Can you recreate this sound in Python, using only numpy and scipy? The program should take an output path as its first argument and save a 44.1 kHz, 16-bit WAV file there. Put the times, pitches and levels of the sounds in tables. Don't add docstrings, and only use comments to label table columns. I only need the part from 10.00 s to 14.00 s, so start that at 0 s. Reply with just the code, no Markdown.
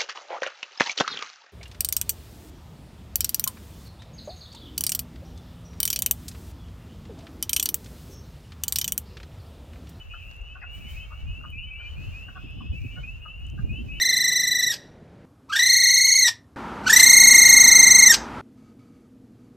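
import sys
import numpy as np
from scipy import signal
from scipy.fft import rfft, irfft
from scipy.io import wavfile
from scipy.ndimage import map_coordinates

SR = 44100
rng = np.random.default_rng(int(sys.argv[2]) if len(sys.argv) > 2 else 0)


def to_wav(s):
    ch = np.atleast_2d(s).T
    pcm = np.round(np.clip(ch, -1, 1) * 32767)
    wavfile.write(sys.argv[1], SR, pcm.astype(np.int16))


N = 176400
PEEP_PAN_DB = 2.5


def undb(db):
    return 10 ** (np.asarray(db) / 20)


def unit(x):
    return x / np.sqrt(np.mean(x ** 2) + 1e-20)


def curve(rows):
    return undb(np.interp(np.arange(N) / SR, *np.array(rows).T))


def drift(rate_hz, size):
    position = np.arange(size) / SR * rate_hz
    return map_coordinates(rng.standard_normal(512), [position], order=2, mode="wrap")


def add(out, start_s, sound, pan_db=0):
    sound = sound * undb(np.array([[pan_db], [-pan_db]]) / 2)
    offset = int(start_s * SR)
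    first, end = max(offset, 0), min(offset + sound.shape[1], N)
    if end > first:
        out[:, first:end] += sound[:, first - offset:end - offset]


def noise(colour, width):
    hz, db = np.array(colour, float).T
    log_hz = np.log(np.arange(N // 2 + 1) * SR / N + 1e-3)
    beyond = np.abs(log_hz - np.clip(log_hz, np.log(hz[0]), np.log(hz[-1])))
    gain = undb(np.interp(log_hz, np.log(hz), db) - 50 * beyond)
    middle, side = (unit(irfft(rfft(rng.standard_normal(N)) * gain, N)) for _ in range(2))
    return middle + width * side * np.array([[1], [-1]])


def noise_band(size, pitch_hz, width_hz):
    peak = signal.iirpeak(pitch_hz, pitch_hz / width_hz, fs=SR)
    return signal.lfilter(*peak, signal.lfilter(*peak, rng.standard_normal((2, size))))


def scatter(sound, fade_s, width):
    t = np.arange(SR) / SR
    build_up = 1 - np.exp(-t / 0.0059)
    middle, side = rng.standard_normal((2, SR)) * np.exp(-np.log(1000) * t / fade_s) * build_up
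    tail = unit(middle + width * side * np.array([[1], [-1]])) / np.sqrt(SR)
    return signal.fftconvolve(sound.mean(0)[None], tail, axes=1)[:, :N]


def open_air():
    # pitch_hz, level_db
    air_colour = [(120,-16),(260,-3.5),(420,-2),(600,0.5),(960,-6.5),(1250,-2.5),(1650,-5.5),(2000,-11),(2600,-1.5)]
    hiss_colour = [(1800,7.5),(3200,4),(3700,3.5),(4400,1.5),(7000,0.5),(8200,-15.5)]
    sheen_colour = [(7500,-1.5),(9000,-6),(11500,-2),(13500,-2.5),(15500,2.5)]
    # time_s, level_db
    air_level = [(0,-58.5),(.45,-60),(.9,-58),(1.3,-60),(1.5,-61.5),(1.62,-67),(1.85,-57.5),(2.15,-57.5),(2.45,-61),(2.8,-64),(3.1,-62),(3.35,-62),(3.6,-64.5),(4,-64)]
    hiss_level = [(0.0, -73), (0.13, -73.5), (0.31, -70), (0.33, -75), (0.68, -82), (0.78, -66.5),
                  (0.81, -73.5), (0.96, -64), (1.02, -71), (1.71, -81), (1.9, -74), (2.19, -69),
                  (2.28, -74.5), (2.71, -84), (2.75, -73), (3.1, -71), (3.2, -79.5), (4.0, -72.5)]
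    sheen_level = [(0.0, -74), (0.17, -77), (0.28, -71.5), (0.44, -81), (0.69, -83), (0.75, -64),
                   (0.87, -70.5), (0.91, -60), (1.06, -74), (1.49, -77.5), (1.5, -71), (1.54, -80.5),
                   (1.68, -82.5), (2.06, -70.5), (2.7, -82), (2.76, -71.5), (3.29, -79), (4.0, -73.5)]
    out = undb(-1.5 + drift(12, N)) * curve(air_level) * noise(air_colour, width=1)
    hiss = undb(4.5 + 1.83 * drift(25.51, N)) * curve(hiss_level) * noise(hiss_colour, width=0.98)
    sheen = undb(1 + 0.79 * drift(21.23, N)) * curve(sheen_level) * noise(sheen_colour, width=0.98)
    add(out, 0, hiss, pan_db=-4)
    add(out, 0, sheen, pan_db=1)
    return out


def sizzles():
    # start_s, length_s, pitch_hz, level_db
    bands = [(0.604,0.035,4900,-71),(1.749,0.5,4340,-72),(2.262,0.58,5120,-74),(2.279,0.54,3300,-62)]
    out = np.zeros((2, N))
    for start_s, length_s, pitch_hz, level_db in bands:
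        size = int(length_s * SR)
        band = noise_band(N, pitch_hz, width_hz=410)[:, :size]
        add(out, start_s, undb(level_db) * unit(band) * signal.windows.tukey(size))
    return out


def ticks():
    # start_s, pitch_hz, width_hz, level_db
    snaps = [(0.313,1100,2200,-39.5),(.313,4970,3000,-52),(.365,8900,9000,-55.5),(0.415,6900,4000,-60),(1.503,11600,4970,-52.5),(2.507,10000,5000,-59.5),(2.817,4600,2000,-53),(3.399,11000,7000,-63),(3.467,7040,2800,-52),(3.486,13800,4020,-65),(3.5,6540,4000,-53)]
    out = np.zeros((2, N))
    t = np.arange(SR // 30) / SR
    fade = np.exp(-t / 0.0018)
    for start_s, pitch_hz, width_hz, level_db in snaps:
        add(out, start_s, undb(level_db) * fade * unit(noise_band(len(t), pitch_hz, width_hz)))
    return out


def wind():
    # pitch_hz, level_db
    rumble_colour = [(12, -31), (20, -9.5), (51, 6), (71, 4), (89, 1.5), (152, -15.5), (300, -37),
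                     (390, -60), (660, -120)]
    flutter_colour = [(70,-17),(115,10),(180,2.5),(290,-5.5),(420,-15),(800,-25.5),(1500,-47)]
    # time_s, level_db
    rumble_level = [(0,-45.5),(.55,-47),(.95,-41.5),(1.12,-43.5),(1.28,-35),(1.42,-44),(1.56,-39.5),(1.8,-45.5),(2.05,-35.5),(2.25,-44.5),(2.45,-40.5),(2.75,-42.5),(2.98,-38),(3.2,-40),(3.32,-49),(3.47,-33.5),(3.54,-40),(3.7,-37.5),(4.0,-41)]
    flutter_level = [(0,-61.5),(.62,-64.5),(.85,-54),(1.1,-61.5),(1.3,-52),(1.5,-52),(1.62,-54.5),(1.75,-67.5),(2.05,-48.5),(2.2,-53),(2.45,-48.5),(2.86,-44.5),(2.92,-49),(3.0,-46.5),(3.13,-55),(3.39,-58),(3.55,-46.5),(3.63,-41.5),(3.85,-45),(4.0,-48)]
    # start_s, length_s, pitch_hz, level_db
    swirls = [(0.394,.05,44.7,-29),(.90,0.077,62,-30),(1.21,.06,58,-26.5),(1.265,0.076,104.6,-30),(1.97,0.039,124,-33),(2.055,0.056,110.6,-27.5),(2.425,0.044,270,-41),(2.555,0.043,130,-32.5),(2.595,0.047,237.3,-39.5),(2.69,0.039,62.8,-17.5),(2.79,0.067,90.3,-26.5),(2.825,0.049,249.3,-35),(2.835,0.051,94.4,-27.5),(2.965,0.057,158.7,-33),(2.968,0.049,561,-42.5),(3.58,0.046,122,-25.5),(3.62,0.045,75,-17.5),(3.615,0.071,267,-38),(3.67,0.077,230.7,-35),(3.685,0.054,98.3,-22.5),(3.77,0.075,259,-33.5)]
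    out = undb(1) * curve(rumble_level) * noise(rumble_colour, width=0.72)
    out += undb(-2.5 + 4.1 * drift(30, N)) * curve(flutter_level) * noise(flutter_colour, width=1.45)
    for start_s, length_s, pitch_hz, level_db in swirls:
        size = int(length_s * SR)
        hz = pitch_hz * (1 + 0.22 * drift(pitch_hz, size))
        phase = 2 * np.pi * np.cumsum(hz) / SR
        lead_rad = drift(44, size) * np.array([[1], [-1]])
        thump = undb(level_db) * np.hanning(size) * np.sin(phase + lead_rad)
        add(out, start_s, thump, pan_db=2 * rng.standard_normal())
    return out


def whistle(hz, swell_db=0):
    fade_in_s, fade_out_s = 0.023, 0.043
    size = len(hz)
    t = np.arange(size) / SR
    fade_in = np.sin(np.pi / 2 * np.minimum(t / fade_in_s, 1)) ** 2
    fade_out = np.sin(np.pi / 2 * np.minimum(t[::-1] / fade_out_s, 1))
    lead_rad = 0.44 + 0.39 * rng.standard_normal()
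    wavering_hz = hz * (1 + 0.0023 * drift(61, size))
    phase = 2 * np.pi * np.cumsum(wavering_hz) / SR + np.array([[lead_rad], [0]])
    level_db = swell_db * np.linspace(-.5, .5, size) + 2 * drift(55.3, size)
    return fade_in * fade_out * undb(level_db) * np.sin(phase)


def peep(length_s, from_hz, to_hz):
    progress = np.linspace(0, 1, int(length_s * SR))
    slide = progress + 0.199 * progress * (1 - progress)
    return whistle(from_hz + (to_hz - from_hz) * slide)


def far_chorus():
    calls_per_s, rise_hz, level_db = 26, 291.5, -57
    out = np.zeros((2, N))
    for k in range(int(calls_per_s * (N / SR + .2))):
        timing, pitch, length, loudness = rng.uniform(-1, 1, 4)
        hz = 2600 + 190 * pitch
        call = undb(1.7 * loudness) * peep(.14 + 0.0416 * length, hz, hz + rise_hz)
        add(out, (k + timing) / calls_per_s - .15, call, PEEP_PAN_DB)
    return undb(level_db) * unit(out)


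def quack(length_s, pitch_hz, throat_hz):
    throat_width_hz, roughness_db = 275, 4
    size = int(length_s * SR)
    arch = np.sin(np.pi * np.linspace(0, 1, size) ** 0.85)
    hz = pitch_hz * (1 + 0.1 * (arch - 1) + 0.047 * drift(336, size))
    phase = 2 * np.pi * np.cumsum(hz) / SR
    voice = undb(-16) * np.sin(2 * phase)
    for k in range(1, 8):
        throat = (1 + ((k * hz - throat_hz) / throat_width_hz) ** 2) ** -2
        voice += throat * undb(roughness_db * drift(262, size)) * np.sin(k * phase)
    return unit(voice * arch ** 2)


def wood_frogs():
    # start_s, length_s, pitch_hz, throat_hz, level_db, pan_db
    calls = [(0.131,0.028,341.5,1390,-48,6.5),(0.548,0.037,386,1350,-50,3),(0.61,0.042,407.5,1845,-52.5,13),(0.63,0.025,380,1360,-48,2),(1.096,0.058,308,1230,-53.5,8),(1.403,0.022,354,1380,-62,-7),(1.433,0.03,318.7,1276,-48,5),
             (1.793,0.037,365.6,1520,-58.5,-8),(2.279,0.023,385,1465,-49,4),(2.347,0.046,377,1307,-46.5,4),(2.602,0.022,371.5,1065,-49,0),(2.958,0.043,369.3,1440,-51,0),(3.014,.04,365,1450,-65,4),
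             (3.25,0.023,317,1250,-47.5,9.5),(3.575,.036,396.6,1480,-51,4)]
    out = np.zeros((2, N))
    for start_s, length_s, pitch_hz, throat_hz, level_db, pan_db in calls:
        add(out, start_s, undb(level_db) * quack(length_s, pitch_hz, throat_hz), pan_db)
    return out + undb(-4.5) * scatter(out, fade_s=0.11, width=1.6)


def low_peeper():
    # start_s, length_s, low_hz, end_hz, level_db
    calls = [(0.66,.17,2310,2380,-56),(0.808,0.18,2256,2430,-55.5),(1.653,0.25,2297,2427,-45),(2.749,0.23,2285,2410,-56),(2.921,.16,2170,2300,-61.5),(3.883,.17,2280,2370,-55.5)]
    sag_hz, sag_s = 70.6, 0.02
    out = np.zeros((2, N))
    for start_s, length_s, low_hz, end_hz, level_db in calls:
        t = np.arange(int(length_s * SR)) / SR
        hz = low_hz + sag_hz * np.exp(-t / sag_s) + (end_hz - low_hz) * (t / length_s) ** 2
        add(out, start_s, undb(level_db) * whistle(hz, swell_db=11.5), PEEP_PAN_DB)
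    return out


def trilling_peeper():
    start_s, spacing_s, climb_hz_per_s, fade_db_per_s = 0.858, 0.036, 390, 14
    out = np.zeros((2, N))
    for k in range(11):
        t = k * spacing_s + 0.0013 * rng.standard_normal()
        hz = 2163 + climb_hz_per_s * t
        level_db = -51 - fade_db_per_s * t + 2 * rng.standard_normal()
        add(out, start_s + t, undb(level_db) * peep(length_s=0.042, from_hz=hz + 45, to_hz=hz - 45))
    return out


def near_peepers():
    # start_s, length_s, from_hz, to_hz, level_db
    calls = [(-0.05, 0.091, 2833, 3043, -48.5), (0.092, 0.11, 2460, 2670, -48),
             (0.092, 0.11, 2570, 2774, -56), (0.096, 0.1, 2746, 3150, -46), (0.153, 0.1, 2740, 3060, -53),
             (0.157, 0.19, 2625, 2934, -52.5), (0.172, 0.17, 2473, 2812, -50.5),
             (0.203, 0.1, 2350, 2584, -55.5), (0.319, 0.23, 2644, 3028, -52.0),
             (0.391, 0.14, 2577, 2874, -53), (0.476, 0.11, 2533, 2733, -50.5),
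             (0.562, 0.15, 2485, 2683, -57), (0.608, 0.12, 2466, 2763, -47),
             (0.65, 0.15, 2746, 3004, -45.5), (0.793, 0.14, 2510, 2870, -53),
             (0.803, 0.12, 2776, 3124, -50), (0.829, 0.26, 2350, 2817, -56.5),
             (0.855, 0.075, 2915, 3077, -46), (0.95, 0.094, 2450, 2752, -42.5),
             (0.966, 0.1, 2870, 3150, -48.5), (0.98, 0.077, 2480, 2590, -44.5),
             (1.1, 0.13, 2640, 3064, -52.5), (1.118, 0.13, 2650, 2973, -55), (1.252, 0.17, 2420, 2786, -50),
             (1.263, 0.12, 2715, 2990, -49), (1.34, 0.2, 2600, 3060, -49), (1.411, 0.14, 2633, 2997, -52.5),
             (1.517, 0.11, 2457, 2770, -40.5), (1.521, 0.19, 2320, 2620, -49),
             (1.572, 0.14, 2800, 3083, -44), (1.697, 0.089, 2470, 2720, -37),
             (1.744, 0.1, 2760, 3117, -43.5), (1.78, 0.12, 2396, 2656, -47.5),
             (1.841, 0.076, 2840, 3120, -44.5), (1.867, 0.11, 2760, 3086, -52.5),
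             (1.95, 0.12, 2360, 2646, -49), (1.965, 0.19, 2505, 2856, -50), (2.006, 0.12, 2856, 3067, -55),
             (2.118, 0.2, 2373, 2930, -43), (2.29, 0.18, 2560, 2880, -56.5),
             (2.368, 0.17, 2454, 2792, -49.5), (2.458, 0.12, 2428, 2760, -50), (2.5, 0.16, 2912, 3055, -55),
             (2.567, 0.093, 2510, 2780, -51.5), (2.609, 0.11, 2480, 2690, -49.5),
             (2.656, 0.11, 2770, 3020, -54), (2.716, 0.092, 2472, 2760, -44),
             (2.77, 0.17, 2320, 2677, -52.5), (2.823, 0.11, 2464, 2752, -49.5),
             (2.888, 0.077, 2780, 3090, -54.5), (2.913, 0.12, 2736, 3074, -50.0),
             (3.024, 0.1, 2405, 2682, -41), (3.03, 0.14, 2620, 3030, -55), (3.062, 0.13, 2552, 2796, -47.5),
             (3.189, 0.16, 2463, 2827, -55), (3.21, 0.12, 2770, 3008, -45.5), (3.27, 0.12, 2605, 2820, -44),
             (3.371, 0.17, 2686, 3098, -54), (3.369, 0.24, 2495, 2907, -58), (3.377, 0.12, 2780, 3010, -47),
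             (3.609, 0.14, 2380, 2630, -61), (3.681, 0.12, 2412, 2780, -44.0),
             (3.717, 0.11, 2786, 3153, -46), (3.721, 0.11, 2520, 2756, -45),
             (3.873, 0.14, 2453, 2812, -41.5), (3.9, 0.12, 2390, 2666, -48.5),
             (3.909, 0.11, 2790, 3080, -45)]
    bank_echoes = [(0.018, -10.5), (0.038, -16.5)]  # typical_delay_s, echo_db
    out = np.zeros((2, N))
    for start_s, length_s, from_hz, to_hz, level_db in calls:
        call = undb(level_db + 1.5) * peep(length_s, from_hz, to_hz)
        add(out, start_s, call, PEEP_PAN_DB)
        for typical_delay_s, echo_db in bank_echoes:
            delay_s = typical_delay_s * (1 + 0.8 * (rng.random() - .5))
            add(out, start_s + delay_s, undb(echo_db) * call, PEEP_PAN_DB + 2 * rng.standard_normal())
    return out


def scene():
    frogs = near_peepers() + trilling_peeper() + low_peeper() + far_chorus() + wood_frogs()
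    reed_echo = undb(-14.5) * scatter(frogs, fade_s=0.25, width=0.46)
    hill_echo = undb(-25) * scatter(frogs, fade_s=0.66, width=1)
    return frogs + reed_echo + hill_echo + wind() + open_air() + sizzles() + ticks()


def record(dry):
    top_hz = 15850
    return signal.sosfilt(signal.ellip(10, .2, 70, top_hz, fs=SR, output="sos"), dry)


dry = scene()
out = record(dry)
to_wav(out)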